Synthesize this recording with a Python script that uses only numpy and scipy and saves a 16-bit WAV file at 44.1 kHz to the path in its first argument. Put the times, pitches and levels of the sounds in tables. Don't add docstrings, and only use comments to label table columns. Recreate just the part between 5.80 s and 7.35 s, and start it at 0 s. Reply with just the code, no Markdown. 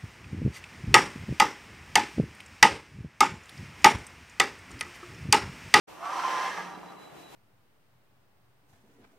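import sys
import numpy as np
from scipy import signal
from scipy.fft import rfft, irfft
from scipy.io import wavfile
from scipy.ndimage import uniform_filter1d

SR = 44100
rng = np.random.default_rng(int(sys.argv[2]) if len(sys.argv) > 2 else 0)


def file_out(sig):
    cols = np.atleast_2d(sig).T
    lim = np.clip(cols, -1, 1)
    pcm = np.round(lim * 32767).astype(np.int16)
    wavfile.write(sys.argv[1], SR, pcm)


N = 68355


def undb(db):
    return 10 ** (np.asarray(db) / 20)


def unit(x):
    return x / np.sqrt(np.mean(x ** 2))


def curve(rows, axis=1):
    rows = np.array(rows)
    return np.interp(np.arange(N) / SR, rows[:, 0], rows[:, axis])


def since(at):
    return np.maximum(np.arange(N) / SR - at, 0)


def walk(rate):
    hold = int(SR / rate)
    steps = np.repeat(rng.standard_normal(N // hold + 1), hold)
    return unit(uniform_filter1d(steps, hold)[:N])


def sine(hz):
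    return np.sin(2 * np.pi * np.cumsum(hz) / SR)


def shape(x, response):
    f = np.maximum(np.arange(N + 1) * SR / (2 * N), 1)
    return irfft(rfft(x, 2 * N) * response(f))[..., :N]


def colour(f, points):
    hz, db = np.array(points).T
    return undb(np.interp(np.log(f), np.log(hz), db))


def mode(f, hz, width):
    return 1 / (1 + 1j * (f * f - hz * hz) / (f * width))


def ring(push, modes):
    def response(f):
        return sum((-1) ** k * undb(db) * mode(f, hz, width) for k, (hz, width, db) in enumerate(modes))
    return unit(shape(push, response))


def treble(x, hz):
    return shape(x, lambda f: 1 / (1 + np.square(np.square(hz / f))))


def pan(db):
    return undb(np.array([[db], [-db]]) / 2)


# frequency in Hz, relative level in dB.
FAN_COLOUR = [(25, -17), (60, -5.5), (100, -7), (155, 2), (240, -2.5), (310, 4), (500, -2), (750, 2),
              (1050, -2.5), (1500, -7), (2200, -9.5), (2800, -9.5), (3600, -14.5), (4800, -18.5),
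              (8000, -20.5), (11000, -24), (14000, -23.5), (15800, -30)]
# frequency in Hz, side over middle in dB.
FAN_WIDTH = [(30, -8), (80, -5), (170, -3), (350, 2), (750, -1), (1200, -3), (2800, -3), (5500, -1),
             (12000, 0)]
# time in seconds, change in dB.
HISS_CHANGE = [(.0, -19), (.1, 2), (.2, 1), (.9, -5), (1.08, -5), (1.17, -5.5), (1.23, -2), (1.34, -3.5),
               (1.42, 2.5), (1.47, -1.5), (1.52, 3)]
FANS_DB, FANS_DRIFT_DB, HISS_HZ = -52.5, 0.93, 3100


def fans():
    mid, side = shape(rng.standard_normal((2, N)), lambda f: colour(f, FAN_COLOUR))
    side = shape(side, lambda f: colour(f, FAN_WIDTH))
    level = undb(FANS_DB + FANS_DRIFT_DB * walk(18.24))
    air = np.array([mid + side, mid - side]) / np.std(mid) * level
    return air + treble(air, HISS_HZ) * (undb(curve(HISS_CHANGE)) - 1)


# frequency in Hz, gain in dB.
ROOM_COLOUR = [(100, -6), (180, 17.5), (350, -6), (700, -8), (1100, -9.5), (2800, -7), (5500, -5.5),
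               (9000, 3), (14000, 4)]
ROOM_T60_S = 0.12


def room(x):
    t = np.arange(N) / SR
    fade = np.exp(-np.log(1000) * t / ROOM_T60_S)
    tail = rng.standard_normal((2, N)) * fade * (t > .002)
    wet = signal.fftconvolve(x[None], unit(tail) / np.sqrt(N), axes=1)[:, :N]
    return shape(wet, lambda f: colour(f, ROOM_COLOUR))


# time in seconds, pitch in Hz, level in dB before SERVO_DB is added.
SERVO_TONE = [(.0, 3946, -99), (.5, 3820, -64), (.9, 3940, -71), (.93, 3943, -68), (.954, 3943, -59.5),
              (.975, 3920, -72), (1.03, 3946, -74), (1.055, 3946, -68), (1.074, 3946, -79),
              (1.086, 3948, -60), (1.108, 3950, -61), (1.128, 3958, -78), (1.155, 3960, -76),
              (1.175, 3962, -64), (1.256, 3958, -60), (1.295, 3953, -63.5), (1.315, 3950, -74),
              (1.354, 3946, -74), (1.38, 3948, -64.5), (1.405, 3948, -67), (1.418, 3948, -73),
              (1.435, 3946, -60.5), (1.47, 3946, -61), (1.515, 3942, -69), (1.55, 3950, -69)]
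SERVO_DB, SERVO_FLUTTER_DB, SERVO_PHASE_RAD = 0.5, 1, .35


def servo():
    phase = 2 * np.pi * np.cumsum(curve(SERVO_TONE)) / SR
    sides = []
    for _ in range(2):
        tone = unit(np.sin(phase + SERVO_PHASE_RAD * walk(24.1)))
        sides.append(tone * undb(SERVO_FLUTTER_DB * walk(27.9)))
    return np.array(sides) * undb(curve(SERVO_TONE, axis=2) + SERVO_DB)


# time in seconds, level in dB.
HUM_LEVEL = [(.0, -98), (.42, -70), (.49, -70), (.54, -58), (.6, -66), (.69, -59.5), (.75, -65),
             (.785, -52), (.845, -55), (.878, -51), (.91, -55), (.945, -59), (.978, -51), (1.04, -58.5),
             (1.1, -63), (1.25, -76), (1.55, -77)]
# frequency in Hz, width in Hz, level in dB.
LINK_MODES = [(214.3, 29, -10.5), (306.6, 34, -7), (326, 4.4, -4), (393, 57, -11), (432.6, 19, -5.5)]
HUM_HZ, HUM_WOBBLE, HUM_FLUTTER_DB = 178.8, 0.0041, 2
RUMBLE_DB, RUMBLE_SIDE = 1, .6


def hum():
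    note = unit(sine(HUM_HZ * (1 + HUM_WOBBLE * walk(14.0)))) * undb(HUM_FLUTTER_DB * walk(34.7))

    def response(f):
        return sum(undb(db) * mode(f, hz, width) ** 2 for hz, width, db in LINK_MODES)
    mid, side = shape(rng.standard_normal((2, N)), response)
    rumble = np.array([mid + RUMBLE_SIDE * side, mid - RUMBLE_SIDE * side])
    return (note + unit(rumble) * undb(RUMBLE_DB)) * undb(curve(HUM_LEVEL))


GRAINS_PER_S = 7000


def grains(spread_db):
    slips = rng.random(N) < GRAINS_PER_S / SR
    size = undb(spread_db * np.minimum(rng.exponential(size=N), 4))
    return unit(slips * rng.choice([-1, 1], N) * size)


# time in seconds, strength in dB.
CLACK_TIMES = [(0.744, -43), (0.894, -47), (0.977, -50), (1.031, -47), (1.061, -46), (1.104, -48),
               (1.122, -48), (1.195, -53), (1.273, -53)]
# frequency in Hz, width in Hz, level in dB.
HOUSING_MODES = [(566, 8.7, -9), (681, 29.5, -1.5), (728, 12.5, 2), (788, 38, -1.5), (832, 15, -1.5),
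                 (935, 22.7, 3), (1013, 48, 1.5), (1060, 23, -7), (1092, 17, -14.5), (1171.5, 31, 3),
                 (1274, 42, -5), (1385, 50, -8)]
# frequency in Hz, relative level in dB.
FLANK_COLOUR = [(100, -35), (220, -27), (330, -2.5), (520, -3.5), (900, 5.5), (1500, -1.5), (2100, -2.5),
                (2400, -5), (3300, -11), (4700, -12.5), (5900, -13), (6700, -20), (9200, -25.5),
                (10500, -33), (14500, -35), (16000, -47)]
CLACK_DECAY_S, CLACK_TICK_DB = .012, -20
GRIND_GRAIN_DB, BRIGHT_HZ = 3, 3400


def clacks():
    bursts = sum(undb(db) * (since(at) > 0) * np.exp(-since(at) / CLACK_DECAY_S)
                 for at, db in CLACK_TIMES)
    push = grains(GRIND_GRAIN_DB)
    tick = unit(shape(push, lambda f: colour(f, FLANK_COLOUR)))
    tick = unit(treble(tick, BRIGHT_HZ)) * undb(CLACK_TICK_DB)
    return bursts * (ring(push, HOUSING_MODES) + tick)


# start in seconds, peak strength in dB.
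KNOCK_TIMES = [(.330, -26), (.354, -28.5), (.383, -28), (.389, -27.5), (.402, -28.5), (.4365, -28),
               (.449, -24.5)]
KNOCK_PUSH_S = .0018


def knocks():
    swells = 0
    for at, db in KNOCK_TIMES:
        t = since(at) / KNOCK_PUSH_S
        swells = swells + undb(db) * np.square(t / 2) * np.exp(2 - t)
    return swells


# time in seconds, pitch in Hz, level in dB.
CHATTER_NOTE = [(.32, 1010, -90), (.43, 1035, -70), (.441, 1035, -38), (.451, 1035, -31), (.462, 1033, -30),
                (.492, 1038, -34), (.528, 1040, -31.5), (.565, 1022, -32), (.612, 1036, -33),
                (.625, 1042, -35.5), (.655, 1035, -33.5), (.686, 1028, -33), (.712, 1020, -50),
                (.76, 1020, -90)]
CHATTER_WOBBLE, CHATTER_DEPTH, CHATTER_LOCK_HZ = .005, .55, 45
TOOTH_HZ, TOOTH_JITTER = 98, .17


def chatter():
    note = sine(curve(CHATTER_NOTE) * (1 + CHATTER_WOBBLE * walk(61.0)))
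    throb = 1 + CHATTER_DEPTH * sine(TOOTH_HZ * (1 + 2 * TOOTH_JITTER * walk(80)))
    sustained = unit(note * throb) * undb(curve(CHATTER_NOTE, axis=2))
    return sustained + note * knocks()


def lock(x):
    db = curve(CHATTER_NOTE, axis=2)
    held = np.minimum(2 * undb(db - db.max()), 1)
    loudest_hz = curve(CHATTER_NOTE)[db.argmax()]
    return x - held * shape(x, lambda f: mode(f, loudest_hz, CHATTER_LOCK_HZ))


# time in seconds, level in dB before SCRAPE_DB is added.
SCRAPE_LEVEL = [(.0, -65.5), (.19, -57), (.228, -53.5), (.255, -44.5), (.285, -47.5), (.305, -43),
                (.34, -42), (.44, -38.5), (.51, -37.5), (.57, -37.7), (.68, -38.5), (.72, -42.5),
                (.79, -43.5), (.89, -50), (1.0, -58.5), (1.12, -61), (1.22, -81), (1.55, -91)]
SPEED_PER_DB = 0.41
TOOTH_SCATTER_DB, CONTACT_SHARE = 1.8, 0.37


def teeth():
    effort = curve(SCRAPE_LEVEL)
    rate = TOOTH_HZ * np.exp(SPEED_PER_DB * (effort - effort.max()) + TOOTH_JITTER * walk(90))
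    turn = np.cumsum(rate) / SR
    force = undb(TOOTH_SCATTER_DB * rng.standard_normal(N))[turn.astype(int)]
    return unit(force * np.exp(-(turn % 1) / CONTACT_SHARE))


# time in seconds, base frequency in Hz, level in dB.
MESH_TRACK = [(.15, 335, -72), (.215, 356, -52), (.24, 374, -40), (.275, 382, -35.5), (.305, 398, -38),
              (.33, 418, -41), (.37, 440, -40.5), (.425, 451, -37.5), (.455, 462, -41), (.5, 470, -57),
              (.6, 476, -83)]
# multiple of the base frequency, relative level in dB.
MESH_OVERTONES = [(1.9, -2), (3, 2.5), (3.5, -7), (4, -10)]
# time in seconds, base frequency in Hz, level in dB.
WHINE_TRACK = [(.42, 268, -80), (.5, 275, -45), (.57, 281, -38), (.63, 292, -39.5), (.68, 299, -42),
               (.73, 303, -44), (.8, 300, -58), (.9, 290, -85)]
# multiple of the base frequency, relative level in dB.
WHINE_OVERTONES = [(2, -12), (5, -9), (6, -3), (7, -3)]
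MESH_WOBBLE, MESH_FLUTTER_DB = .008, 2.5


def mesh(contact, track, overtones):
    phase = 2 * np.pi * np.cumsum(curve(track) * (1 + MESH_WOBBLE * walk(71.12))) / SR
    whir = sum(undb(db) * np.sin(k * phase) * undb(MESH_FLUTTER_DB * walk(49.33)) for k, db in overtones)
    soft_contact = uniform_filter1d(contact, size=90)
    return unit(whir * soft_contact) * undb(curve(track, axis=2))


# frequency in Hz, width in Hz, level over the scraping in dB.
WHEEL_MODES = [(1760, 42, 5.5), (2714, 28, 7.5), (3100, 176, 6), (5780, 420, 4.5), (7800, 160, 3.5)]
SCRAPE_DB, SCRAPE_GRAIN_DB, SCRAPE_SLIDE = 2.5, 2, 0.92
BRIGHT_PER_DB = 0.08


def scrape(contact):
    slips = grains(SCRAPE_GRAIN_DB) * (SCRAPE_SLIDE + (1 - SCRAPE_SLIDE) * contact)

    def response(f):
        wheels = sum((undb(db) - 1) * mode(f, hz, width) for hz, width, db in WHEEL_MODES)
        return colour(f, FLANK_COLOUR) * (1 + wheels)
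    rub = unit(shape(slips, response))
    effort = curve(SCRAPE_LEVEL)
    brightness = undb(BRIGHT_PER_DB * (effort - effort.max()))
    rub = rub + treble(rub, BRIGHT_HZ) * (brightness - 1)
    return rub * undb(effort + SCRAPE_DB)


# time in seconds, level in dB before GRIND_DB is added.
GRIND_LEVEL = [(.0, -64), (.15, -60), (.215, -49), (.24, -41), (.31, -38), (.345, -37), (.375, -33.5),
               (.425, -34.5), (.47, -34), (.66, -34.8), (.712, -41), (.75, -37.5), (.81, -41), (.89, -41.7),
               (1.0, -49), (1.12, -50), (1.21, -58), (1.55, -82)]
# frequency in Hz, width in Hz, level in dB.
CASE_MODES = [(1650, 31, -1.5), (1700, 29, -4), (1753, 19, -8.5), (1840, 21, -4.5), (2019, 38, -8),
              (2051, 52, -8.5)]
# time in seconds, level in dB.
CASE_LEVEL = [(.0, -96), (.3, -71), (.48, -49), (.57, -42), (.68, -42), (.8, -45), (.9, -54), (1.02, -61),
              (1.2, -69), (1.55, -77)]
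GRIND_DB, SLIDE_SHARE = -.5, 1


def grind(contact):
    push = grains(GRIND_GRAIN_DB) * (contact + SLIDE_SHARE)
    housing = ring(push, HOUSING_MODES) * undb(curve(GRIND_LEVEL) + GRIND_DB)
    case = ring(push, CASE_MODES) * undb(curve(CASE_LEVEL))
    return housing + case


GRIND_PAN_DB, SCRAPE_PAN_DB = -3, -0.2


def scene():
    contact = teeth()
    gears = mesh(contact, MESH_TRACK, MESH_OVERTONES) + mesh(contact, WHINE_TRACK, WHINE_OVERTONES)
    body = lock(grind(contact)) + gears + clacks()
    rub = lock(scrape(contact))
    drive = (body + chatter()) * pan(GRIND_PAN_DB) + rub * pan(SCRAPE_PAN_DB)
    return fans() + room(body + rub) + servo() + hum() + drive


START_S, FADE_S, TOP_HZ = 0.07, 0.017, 15550


def record(dry):
    progress = np.clip((np.arange(N) / SR - START_S) / FADE_S, 0, 1)
    opening = np.square(np.sin(np.pi / 2 * progress))
    top_cut = signal.ellip(10, .2, 80, TOP_HZ, fs=SR, output="sos")
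    return signal.sosfilt(top_cut, dry * opening)


dry = scene()
out = record(dry)
file_out(out)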